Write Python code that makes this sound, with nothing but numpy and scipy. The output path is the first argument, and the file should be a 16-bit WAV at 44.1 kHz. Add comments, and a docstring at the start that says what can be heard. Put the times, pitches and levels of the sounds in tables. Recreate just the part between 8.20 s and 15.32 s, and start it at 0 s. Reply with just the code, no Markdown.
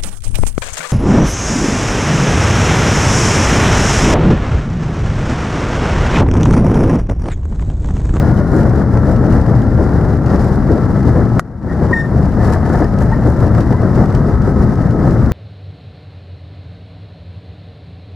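"""A tracked diesel vehicle drives over rough ground, heard from its open hatch. From the start, engine
and track links force the hull into vibration, a gear whines with the road speed, bumps and wheels
thud, and loose fittings and grit rattle. At 3.2 s a sharp knock beside the microphone makes the
recorder's limiter duck everything for a moment. Then stick-slip friction sets the running gear
squeaking and squealing, and from 4.2 s links clank against the wheels."""
import sys
import numpy as np
from scipy import signal
from scipy.fft import rfft, irfft
from scipy.io import wavfile
from scipy.ndimage import uniform_filter1d, minimum_filter1d

SR = 44100
rng = np.random.default_rng(int(sys.argv[2]) if len(sys.argv) > 2 else 0)


def generate_wav(sig):
    """Save sig (samples, or channels by samples) to the path in sys.argv[1] as 16-bit PCM at SR."""
    pcm = np.round(np.clip(np.atleast_2d(sig).T, -1, 1) * 32767).astype(np.int16)
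    wavfile.write(sys.argv[1], SR, pcm)


N = 313992
TIME = np.arange(N) / SR
BINS = np.fft.rfftfreq(N, 1 / SR)

# Levels in the tables are relative: each source applies its own gain.
# response of the hull (frequency [Hz], level [dB])
HULL_SPECTRUM = [(12, -36), (22, -20), (36, -18.5), (46, -4.5), (58, -9), (77, -0.5), (84, -1), (90, -3.5),
                 (101, -5.5), (113, -1.5), (160, -5), (220, -6), (275, -10), (330, -10), (400, -12),
                 (520, -12.8), (790, -17.5), (1000, -21), (1400, -24), (1880, -29.5), (2150, -36)]
# slow course of the low boom (time [s], level [dB])
BOOM_LEVELS = [(0, -11), (1.35, -10.5), (1.9, -10.5), (2.42, -13), (2.6, -11.5), (3.62, -11.5), (3.82, -14),
               (4, -10), (4.3, -12.5), (5.95, -11), (7.12, -11)]
# hum of the tracks (multiple of the link rate [1], level [dB])
LINK_HARMONICS = [(1, -28), (2, -30), (4, -28.5), (5, -26), (6, -26)]
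# drone of the diesel (multiple of the crankshaft rate [1], level [dB])
ENGINE_ORDERS = [(1, -39), (2, -22.5), (3, -21), (4, -21.5), (5, -17), (6, -24), (9, -29)]
# bumps under the road wheels (centre time [s], duration [s], shake [dB], thump level [dB])
GROUND_BUMPS = [(0.016, 0.32, 5, -24), (0.2, 0.09, 2, -23), (0.379, 0.18, 4, -15.5),
                (0.463, 0.085, 3.5, -13.5), (0.583, 0.13, 4, -18), (0.765, 0.1, 1.5, -16),
                (0.897, 0.18, 3.5, -15), (1.052, 0.17, 1.8, -15), (1.151, 0.17, 5, -18.5),
                (1.314, 0.22, 1.9, -19), (1.604, 0.091, 2, -13.5), (1.797, 0.49, 2, -26),
                (2.127, 0.16, 3.5, -24), (2.25, 0.56, 2, -26), (2.513, 0.094, 2, -19),
                (2.558, 0.15, 1.5, -16), (2.881, 0.071, 5.5, -20), (2.994, 0.21, 3.5, -16.5),
                (3.639, 0.082, 5, -14), (3.713, 0.043, 5, -18.5), (3.984, 0.28, 2.5, -21),
                (4.285, 0.32, 5, -33), (4.54, 0.3, 5, -36), (4.617, 0.14, 1.5, -14.5),
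                (4.82, 0.054, 5.5, -36), (5.073, 0.085, 2.5, -14.5), (5.26, 0.19, 2.5, -18),
                (5.39, 0.14, 3.5, -21.5), (5.516, 0.068, 5.5, -20.5), (5.641, 0.096, 3.5, -22.5),
                (5.797, 0.15, 5, -14.5), (6.089, 0.067, 1, -16), (6.278, 0.08, 3, -20.5),
                (6.43, 0.083, 3, -24), (6.755, 0.083, -3, -15.5), (6.864, 0.18, 2.5, -20.5)]
# smooth patches where the tracks run lightly (centre time [s], duration [s], shake [dB])
SMOOTH_PATCHES = [(0.27, 0.1, -2), (0.68, 0.14, -2.5), (1.47, .16, -2.5), (2.002, .12, -4.5),
                  (2.79, 0.068, -0.5), (3.11, 0.16, -3.5), (4.11, 0.1, -3.5), (4.695, 0.13, -3),
                  (4.99, 0.089, -2), (5.585, .07, -2.5), (6.193, 0.12, -3.5), (6.56, 0.067, -3.5)]
# shudder of the hull plates (frequency [Hz], level [dB])
THUMP_SPECTRUM = [(130, -27), (240, 0.5), (320, 2.5), (400, -3), (500, -4.5), (700, -10.5), (1100, -26.5),
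                  (2200, -71)]
# links striking the wheels (time [s], level [dB])
LINK_CLANKS = [(4.203, -18.5), (4.241, -20), (4.279, -18.5), (4.297, -18), (4.325, -16.5), (4.341, -16),
               (4.458, -17.5), (4.496, -19.5), (4.544, -14.5), (4.62, -14.5), (4.814, -21.5), (5.27, -23),
               (5.523, -17), (5.804, -19), (6.84, -22), (6.872, -22)]
# normal modes of a link (frequency [Hz], level [dB], t60 [s])
CLANK_MODES = [(739, 0.5, 0.063), (905, -2.5, .07), (1263, -7, .05), (1728, -8.5, 0.085),
               (1915, -14.5, 0.057)]
# road wheels bottoming out (time [s], level [dB])
WHEEL_THUDS = [(1.059, -11), (2.015, -15), (3.118, -16), (3.595, -14.5), (4.372, -13), (5.522, -11),
               (5.686, -15)]
# normal modes of the hull plates (frequency [Hz], level [dB], t60 [s])
THUD_MODES = [(314, -0.5, .06), (411, -3, .04), (560, -1, .035), (680, -3, .03)]
# normal modes excited by the knock (frequency [Hz], level [dB], t60 [s])
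KNOCK_RING = [(710, 8.5, 0.017), (1260, 18.5, 0.01), (1420, 1.5, 0.032), (1900, -7, 0.044)]
# steel gripping steel within one squeal (time [s], level [dB], hold [s])
SQUEAL_GRIPS = [(3.726, -2.5, 0.0091), (3.756, -12, 0.056), (3.836, -22.5, 0.016)]
# partials of the squeal (multiple of the pitch [1], level [dB], modulation depth [1])
SQUEAL_SERIES = [(1, -5, 0.12), (1.5, -43, .5), (2, -36.5, 0.4), (3, -36, 0.5), (3.5, -51, .5),
                 (4, -44.5, 0.5), (5, -55, .5), (6, -52, .5)]
# squeaks of the track pins (time [s], pitch [Hz], level [dB], duration [s], relative jitter [1])
PIN_SQUEAKS = [(3.471, 1860, -31.5, 0.077, 0.043), (3.702, 990, -23, 0.04, .015),
               (3.722, 905, -30, 0.06, .015), (4.637, 1820, -32, 0.032, .01),
               (4.906, 895, -20.5, 0.042, .008), (4.92, 1862, -25, 0.026, 0.011),
               (4.94, 895, -31, 0.05, .012), (4.935, 1810, -36, 0.06, 0.013), (5.527, 995, -27, 0.04, .012),
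               (5.54, 2014, -40, 0.092, .016)]
# final drive, following the road speed (time [s], mesh frequency [Hz], level [dB])
FINAL_DRIVE = [(0, 1432, -33.5), (.38, 1418, -35.5), (.62, 1384, -40), (.84, 1327, -34), (1.03, 1300, -35),
               (1.14, 1328, -32), (1.3, 1365, -41), (1.62, 1388, -37), (1.9, 1366, -42), (2.15, 1350, -31),
               (2.35, 1375, -49), (2.6, 1323, -31), (2.95, 1291, -35.5), (3.55, 1334, -37),
               (3.8, 1326, -45), (4.3, 1265, -35), (4.62, 1255, -47), (4.78, 1283, -32), (5.05, 1384, -39),
               (5.45, 1300, -38), (5.7, 1265, -35), (5.96, 1274, -33.5), (6.25, 1302, -33.5),
               (6.5, 1259, -35), (6.65, 1308, -34.5), (6.8, 1275, -32), (7.12, 1290, -38)]
# fittings tapping the armour (time [s], level [dB], t60 [s])
FITTING_TAPS = [(0.069, -34, .025), (0.1735, -33, .04), (0.4953, -32.5, .025), (0.7716, -27, .03),
                (0.9622, -27.5, .025), (1.1228, -32, .07), (1.1648, -36, .04), (1.212, -32, .03),
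                (1.4184, -30, .03), (1.763, -35, .025), (1.9375, -36, .025), (2.0607, -28, .04),
                (2.1001, -31, .04), (2.158, -28, .04), (2.1915, -32, .025), (2.558, -34, .02),
                (2.828, -32.5, .04), (3.4268, -32, .04), (3.6672, -33, .03), (4.055, -37, .025),
                (4.2477, -32, 0.061), (4.3289, -29, 0.062), (4.4531, -30, .025), (4.4935, -34, .025),
                (4.6431, -25, 0.027), (4.723, -34, .02), (4.7858, -26.5, 0.029), (4.8048, -34, .08),
                (5.2024, -27, .03), (5.2258, -31, .025), (5.2672, -31, .035), (5.348, -25.5, .025),
                (5.3815, -29, .02), (5.4039, -26.5, 0.047), (5.4314, -34, .02), (5.5261, -29, 0.025),
                (5.8564, -27.5, .025), (5.948, -22.5, 0.04), (6.2191, -27.5, 0.023), (6.5543, -30.5, 0.027),
                (6.707, -30.5, 0.025), (6.8521, -32, .025)]
# taps that ring (time [s], frequency [Hz], level [dB])
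RINGING_TAPS = [(0.1735, 3020, -35), (1.1228, 2900, -34), (1.127, 2700, -36), (4.6431, 5100, -36)]
# small impacts on armour (frequency [Hz], level [dB])
TAP_SPECTRUM = [(1500, 4.5), (2800, 8), (3500, -0.5), (5300, 0.5), (8000, -8.5), (12000, -13.5),
                (15500, -23)]
# chatter of loose fittings (frequency [Hz], level [dB])
RATTLE_SPECTRUM = [(1800, -2.5), (2400, 1.5), (2900, 0), (3350, -2.5), (3750, -3.5), (4300, -4), (5150, -1),
                   (6000, -5.5), (8000, -10.5), (10800, -12.5), (12500, -18.5), (15500, -28)]
# grit flung by the tracks (centre time [s], duration [s], level [dB])
GRIT_SPRAYS = [(0.16, .1, -51), (0.378, 0.33, -51), (0.91, .12, -53), (1.135, 0.083, -52),
               (2.24, 0.15, -50), (2.345, .07, -50), (4.255, .05, -44.5), (4.29, .24, -50.5),
               (4.337, 0.045, -44), (4.55, .27, -52.5), (4.82, .08, -47), (5.13, 0.48, -53.5),
               (5.832, .1, -54), (6.28, .11, -56), (6.92, .14, -56.5)]
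# flung grit and scraped steel (frequency [Hz], level [dB])
SCRAPE_SPECTRUM = [(2000, -18), (4000, -2), (5500, 1), (8000, -1.5), (11000, -4.5), (13000, -11),
                   (15500, -16)]
# response of the recorder, with two shallow dips (frequency [Hz], gain [dB])
RECORDER_RESPONSE = [(2150, 0), (2600, -5), (3350, -3.8), (4000, 0.5), (7900, 0), (8600, -1.5),
                     (10200, -0.5)]


def tracks(links, boom_db, roar_db, slap_depth=0.72, decay_links=0.33, split_hz=310, armour_hz=2200):
    """Forced vibration: each link slaps the wheels, and the hull booms below and roars above."""
    landing = links + 0.4 * wander(11)  # the links land unevenly
    force = gain_of(3 * rng.uniform(-0.77, 1, size=1000))[landing.astype(int)]
    slaps = 1 + slap_depth * force * np.exp(-(landing % 1) / decay_links)
    slaps /= np.sqrt(uniform_filter1d(slaps ** 2, size=4000))
    hull, low_share = response(HULL_SPECTRUM), lowpass(split_hz, 6)
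    boom = unit_rms(filtered(stereo_noise() * np.sqrt(slaps), hull * np.sqrt(low_share)))
    # the heavy hull shakes with steady power from one tenth of a second to the next
    boom /= np.sqrt(uniform_filter1d(uniform_filter1d(boom[0] ** 2, size=2600), size=1400))
    # thick armour passes almost nothing above its cutoff
    steel = hull * np.sqrt(1 - low_share) * lowpass(armour_hz, 22)
    roar = unit_rms(filtered(stereo_noise() * slaps, steel))
    return spread(boom * gain_of(boom_db), -17.5, 3.35) + spread(roar * gain_of(roar_db), -15.5, 3.4)


def link_hum(links, swell_db, waver_db=3, slip_cycles=0.084):
    """Periodic forcing: links beat on the sprocket, and the hull hums at harmonics of their rate."""
    hum = np.zeros(N)
    for multiple, db in LINK_HARMONICS:
        amplitude = gain_of(db + swell_db + waver_db * wander(5))
        hum += amplitude * sine(multiple * links + slip_cycles * wander(3))
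    return hum * pan(3.5)


def diesel(swell_db, crank_hz=23.7, waver_db=2.5, throb=0.29, slip_cycles=0.17):
    """Engine orders: harmonics of the governed crankshaft rate swell, throb and slip with the load."""
    drone = np.zeros(N)
    for order, db in ENGINE_ORDERS:
        amplitude = gain_of(db + swell_db + waver_db * wander(8.3)) * (1 + throb * wander(13))
        drone += amplitude * sine(order * crank_hz * TIME + slip_cycles * wander(2.75))
    return drone * pan(4.6)


def bumps(gain_db=-0.74):
    """Transient excitation: the suspension takes each bump and the hull plates shudder briefly."""
    swell = sum(gain_of(db + gain_db) * arch(s, length) for s, length, _, db in GROUND_BUMPS)
    return spread(coloured(stereo_noise(), THUMP_SPECTRUM) * swell, -31, 4.6)


def steel_blows(blows, modes, rise_s, detune=0.012):
    """Free vibration: each blow rings the same steel modes, never at quite the same pitch."""
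    t, out = np.arange(SR // 6) / SR, np.zeros(N)
    for s, level_db in blows:
        shifts = 1 + detune * rng.standard_normal(len(modes))
        ring = sum(decay(t, level_db + db, t60) * sine(hz * shift * t)
                   for (hz, db, t60), shift in zip(modes, shifts))
        add(out, s, ring * (1 - np.exp(-t / rise_s)))
    return out * pan(3.4)


def knock(time_s=3.1951, gain_db=-3, rise_s=0.00037):
    """Impact: a hard contact beside the microphone gives a broadband crack and heavily damped modes."""
    t, out = np.arange(SR // 20) / SR, np.zeros((2, N))
    ring = sum(decay(t, db, t60) * sine(hz * t) for hz, db, t60 in KNOCK_RING)
    treble_band = signal.butter(2, [3400, 10000], "bandpass", fs=SR)
    crack = signal.lfilter(*treble_band, rng.standard_normal((2, len(t)))) * decay(t, -3, t60=0.033)
    add(out, time_s, ring * (1 - np.exp(-t / rise_s)) + crack)
    return out * gain_of(gain_db)


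def squeal(pitch_hz=1820, sharp_hz=71.7, settle_s=0.02, rise_s=0.011, release_db_per_s=624):
    """Stick-slip oscillation: dry steel starts sharp and gains overtones as it settles on its note."""
    unsettled = np.exp(-np.maximum(TIME - SQUEAL_GRIPS[0][0], 0) / settle_s)
    cycles = np.cumsum((pitch_hz + sharp_hz * unsettled) * (1 + 0.008 * wander(200))) / SR
    tone, grip = np.zeros((2, N))
    for multiple, db, depth in SQUEAL_SERIES:
        growth = 1 if multiple == 1 else 1 - unsettled
        grating = 1 + depth * wander(90)
        tone += gain_of(db) * growth * grating * sine(multiple * cycles)
    scrape = gain_of(-40) * (1 - unsettled) * coloured(rng.standard_normal(N), SCRAPE_SPECTRUM)
    for s, db, hold_s in SQUEAL_GRIPS:
        onset = np.sin(np.pi / 2 * np.clip((TIME - s) / rise_s, 0, 1)) ** 2
        grip += onset * gain_of(db - release_db_per_s * np.clip(TIME - s - hold_s, 0, 1))
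    return np.sqrt(2) * (tone + scrape) * grip * pan(3.1)


def squeaks():
    """Stick-slip at the track pins: short tones, clear or scraping according to their pitch jitter."""
    jitter, out = wander(220), np.zeros(N)
    for s, hz, db, length, depth in PIN_SQUEAKS:
        pitch_hz = hz * (1 + depth * jitter[round(s * SR):][:round(length * SR)])
        envelope = np.sqrt(2) * gain_of(db) * np.hanning(len(pitch_hz))
        add(out, s, envelope * sine(np.cumsum(pitch_hz) / SR))
    return out * pan(3.1)


def gear_whine(mesh_hz, level_db, flutter=0.006, waver_db=2, gain_db=-1.1):
    """Gear meshing: teeth engage at the mesh frequency, and uneven load modulates pitch and level."""
    cycles = np.cumsum(mesh_hz * (1 + flutter * wander(57))) / SR
    return gain_of(level_db + gain_db + waver_db * wander(36)) * sine(cycles) * pan(3.2)


def clinks(tick_gain_db=-4.5, rise_s=0.0007, ping_t60=0.042):
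    """Brief contacts have broad spectra: fittings tap the armour in bright ticks, and a few ring."""
    t = np.arange(SR // 5) / SR
    envelope, pings = np.zeros((2, N))
    onset = 1 - np.exp(-t / rise_s)
    for s, db, t60 in FITTING_TAPS:
        add(envelope, s, onset * decay(t, db + tick_gain_db, t60))
    for s, hz, db in RINGING_TAPS:
        add(pings, s, onset * decay(t, db, ping_t60) * sine(hz * t))
    return spread(coloured(stereo_noise(), TAP_SPECTRUM) * envelope, -6, 0.3) + pings


def rattle(shake_db, rest_db=-49, chatter_share=0.25):
    """Incoherent addition: many tiny contacts of loose fittings sum in power to a chattering fizz."""
    chatter = unit_rms(contacts(per_s=600, size_db=2, cap=4, t60=0.022, length=SR // 5))
    envelope = np.sqrt(1 - chatter_share + chatter_share * chatter ** 2)
    envelope *= gain_of(rest_db + shake_db + 1.03 * wander(27))
    fizz = coloured(stereo_noise(), RATTLE_SPECTRUM) * envelope
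    # the smallest parts come and go on their own, so the brightness flickers
    fizz += filtered(fizz, highpass(7500, 8)) * (gain_of(-0.5 * wander(22)) - 1)
    # the higher the band, the less the two sides have in common
    fizz[1] = filtered(fizz[1], response([(5000, -4.5), (8000, -3), (12000, 3)]))
    return spread(fizz, 0, 0.3)


def grit(shake_db, tick_db=-55.5):
    """Shot noise: grit ticks on the armour at random, and now and then the tracks fling a spray."""
    sparse = contacts(per_s=45, size_db=3.5, cap=2.5, t60=0.012) * stereo_noise()
    dense = contacts(per_s=600, size_db=4, cap=2.5, t60=0.005) * stereo_noise()
    throw = sum(gain_of(db) * arch(s, length) for s, length, db in GRIT_SPRAYS)
    ticks = coloured(sparse, TAP_SPECTRUM) * gain_of(tick_db + shake_db)
    spray = coloured(dense, SCRAPE_SPECTRUM) * throw
    return spread(ticks, -2, 0.3) + spread(spray, -1, 0)


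def contacts(per_s, size_db, cap, t60, length=SR // 20):
    """Poisson process: the envelope of random, decaying contacts of uneven size."""
    hits = rng.random(N) < per_s / SR
    sizes = gain_of(size_db * np.minimum(rng.exponential(1, N), cap))
    return signal.oaconvolve(hits * sizes, decay(np.arange(length) / SR, 0, t60))[:N]


def gain_of(db):
    """Decibels to amplitude."""
    return 10 ** (np.asarray(db) / 20)


def sine(cycles):
    """Simple harmonic motion."""
    return np.sin(2 * np.pi * cycles)


def decay(t, db, t60):
    """Exponential damping, 60 dB in t60 seconds."""
    return gain_of(db - 60 * t / t60)


def arch(s, length):
    """A raised-cosine pulse of height one, centred on time s."""
    return np.cos(np.pi * np.clip((TIME - s) / length, -0.5, 0.5)) ** 2


def follow(rows):
    """Linear interpolation of a timed table, one value a sample."""
    times, *columns = np.transpose(rows)
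    return [np.interp(TIME, times, column) for column in columns]


def unit_rms(x):
    """Normalisation to an rms of one."""
    return x / np.sqrt(np.mean(x ** 2) + 1e-20)


def stereo_noise():
    """Two uncorrelated white noises."""
    return rng.standard_normal((2, N))


def wander(hz):
    """Random modulation of rms one, up to the given rate."""
    return unit_rms(filtered(rng.standard_normal(N), lowpass(hz, 4)))


def lowpass(hz, order):
    """Frequency response that falls above hz."""
    return 1 / (1 + (BINS / hz) ** order)


def highpass(hz, order):
    """Frequency response that falls below hz."""
    return 1 / (1 + (hz / (BINS + 1)) ** order)


def response(points):
    """Frequency response through points of (frequency [Hz], level [dB])."""
    hz, db = np.transpose(points)
    return gain_of(np.interp(np.log(BINS + 1), np.log(hz + 1), db))


def filtered(x, gain):
    """Zero-phase filtering by a gain on every frequency."""
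    return irfft(rfft(x) * gain, N)


def coloured(x, spectrum):
    """Spectral shaping, scaled to an rms of one."""
    return unit_rms(filtered(x, response(spectrum)))


def add(mix, s, sound):
    """Superposes a sound on the mix at time s."""
    part = mix[..., round(s * SR):][..., :sound.shape[-1]]
    part += sound[..., :part.shape[-1]]


def pan(left_db):
    """Level difference between left and right, as gains of mean one."""
    gains = gain_of([[left_db / 2], [-left_db / 2]])
    return gains / gains.mean()


def spread(pair, side_db, left_db):
    """Mid-side stereo: two signals become the shared and the opposed part of left and right."""
    mid, side = pair[0], gain_of(side_db) * pair[1]
    return np.array([mid + side, mid - side]) * pan(left_db)


def scene(teeth_per_link=39.3, boom_gain_db=-1.68, roar_rest_db=-23.6):
    """Common excitation: road speed drives gear and links; bumps shake hull, tracks and fittings."""
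    shake_db = sum(db * arch(s, length) for s, length, db, _ in GROUND_BUMPS) + 0.5 * wander(12)
    lull_db = sum(db * arch(s, length) for s, length, db in SMOOTH_PATCHES)
    hull_db = shake_db + lull_db
    boom_db = follow(BOOM_LEVELS)[0] + boom_gain_db + 0.56 * hull_db + 0.55 * wander(6.3)
    roar_db = roar_rest_db + 0.81 * hull_db
    swell_db = boom_db - boom_db.mean() - 1  # hum and drone rise and fall with the boom
    loose_db = shake_db + 0.57 * lull_db  # loose parts keep chattering through a lull
    mesh_hz, whine_db = follow(FINAL_DRIVE)
    links = np.cumsum(mesh_hz / teeth_per_link) / SR  # count of links that have passed
    mix = tracks(links, boom_db, roar_db) + link_hum(links, swell_db) + diesel(swell_db)
    mix += gear_whine(mesh_hz, whine_db) + bumps()
    mix += rattle(loose_db) + grit(loose_db) + clinks()
    mix += squeal() + squeaks() + knock()
    mix += steel_blows(LINK_CLANKS, CLANK_MODES, rise_s=0.001)
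    return mix + steel_blows(WHEEL_THUDS, THUD_MODES, rise_s=0.0008)


def record(dry, threshold_db=-6, attack_s=0.00019, hold_s=0.21, release_s=0.072, edge_hz=15600):
    """Limiting and saturation: treble peaks duck the gain, bass peaks flatten, the band is limited."""
    treble = abs(filtered(dry, highpass(850, 4))).max(0)
    over_db = np.maximum(20 * np.log10(treble + 1e-9) - threshold_db, 1e-6)
    hold = round(hold_s * SR)
    held_db = -minimum_filter1d(-over_db, hold, origin=(hold - 1) // 2)
    fade = TIME / release_s
    duck_db = np.exp(np.maximum.accumulate(np.log(held_db) + fade) - fade)  # exponential release
    lag = np.exp(-1 / (attack_s * SR))
    limited = dry * gain_of(-signal.lfilter([1 - lag], [1, -lag], duck_db))
    # overload flattens the tallest waves without adding treble
    excess = limited - limited / (1 + limited ** 12) ** (1 / 12)
    rounded = limited - filtered(excess, lowpass(2000, 8))
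    band_limit = signal.firwin(255, edge_hz, window=("kaiser", 8), fs=SR)
    return signal.oaconvolve(filtered(rounded, response(RECORDER_RESPONSE)), band_limit[None], "same")


dry = scene()
out = record(dry)
generate_wav(out)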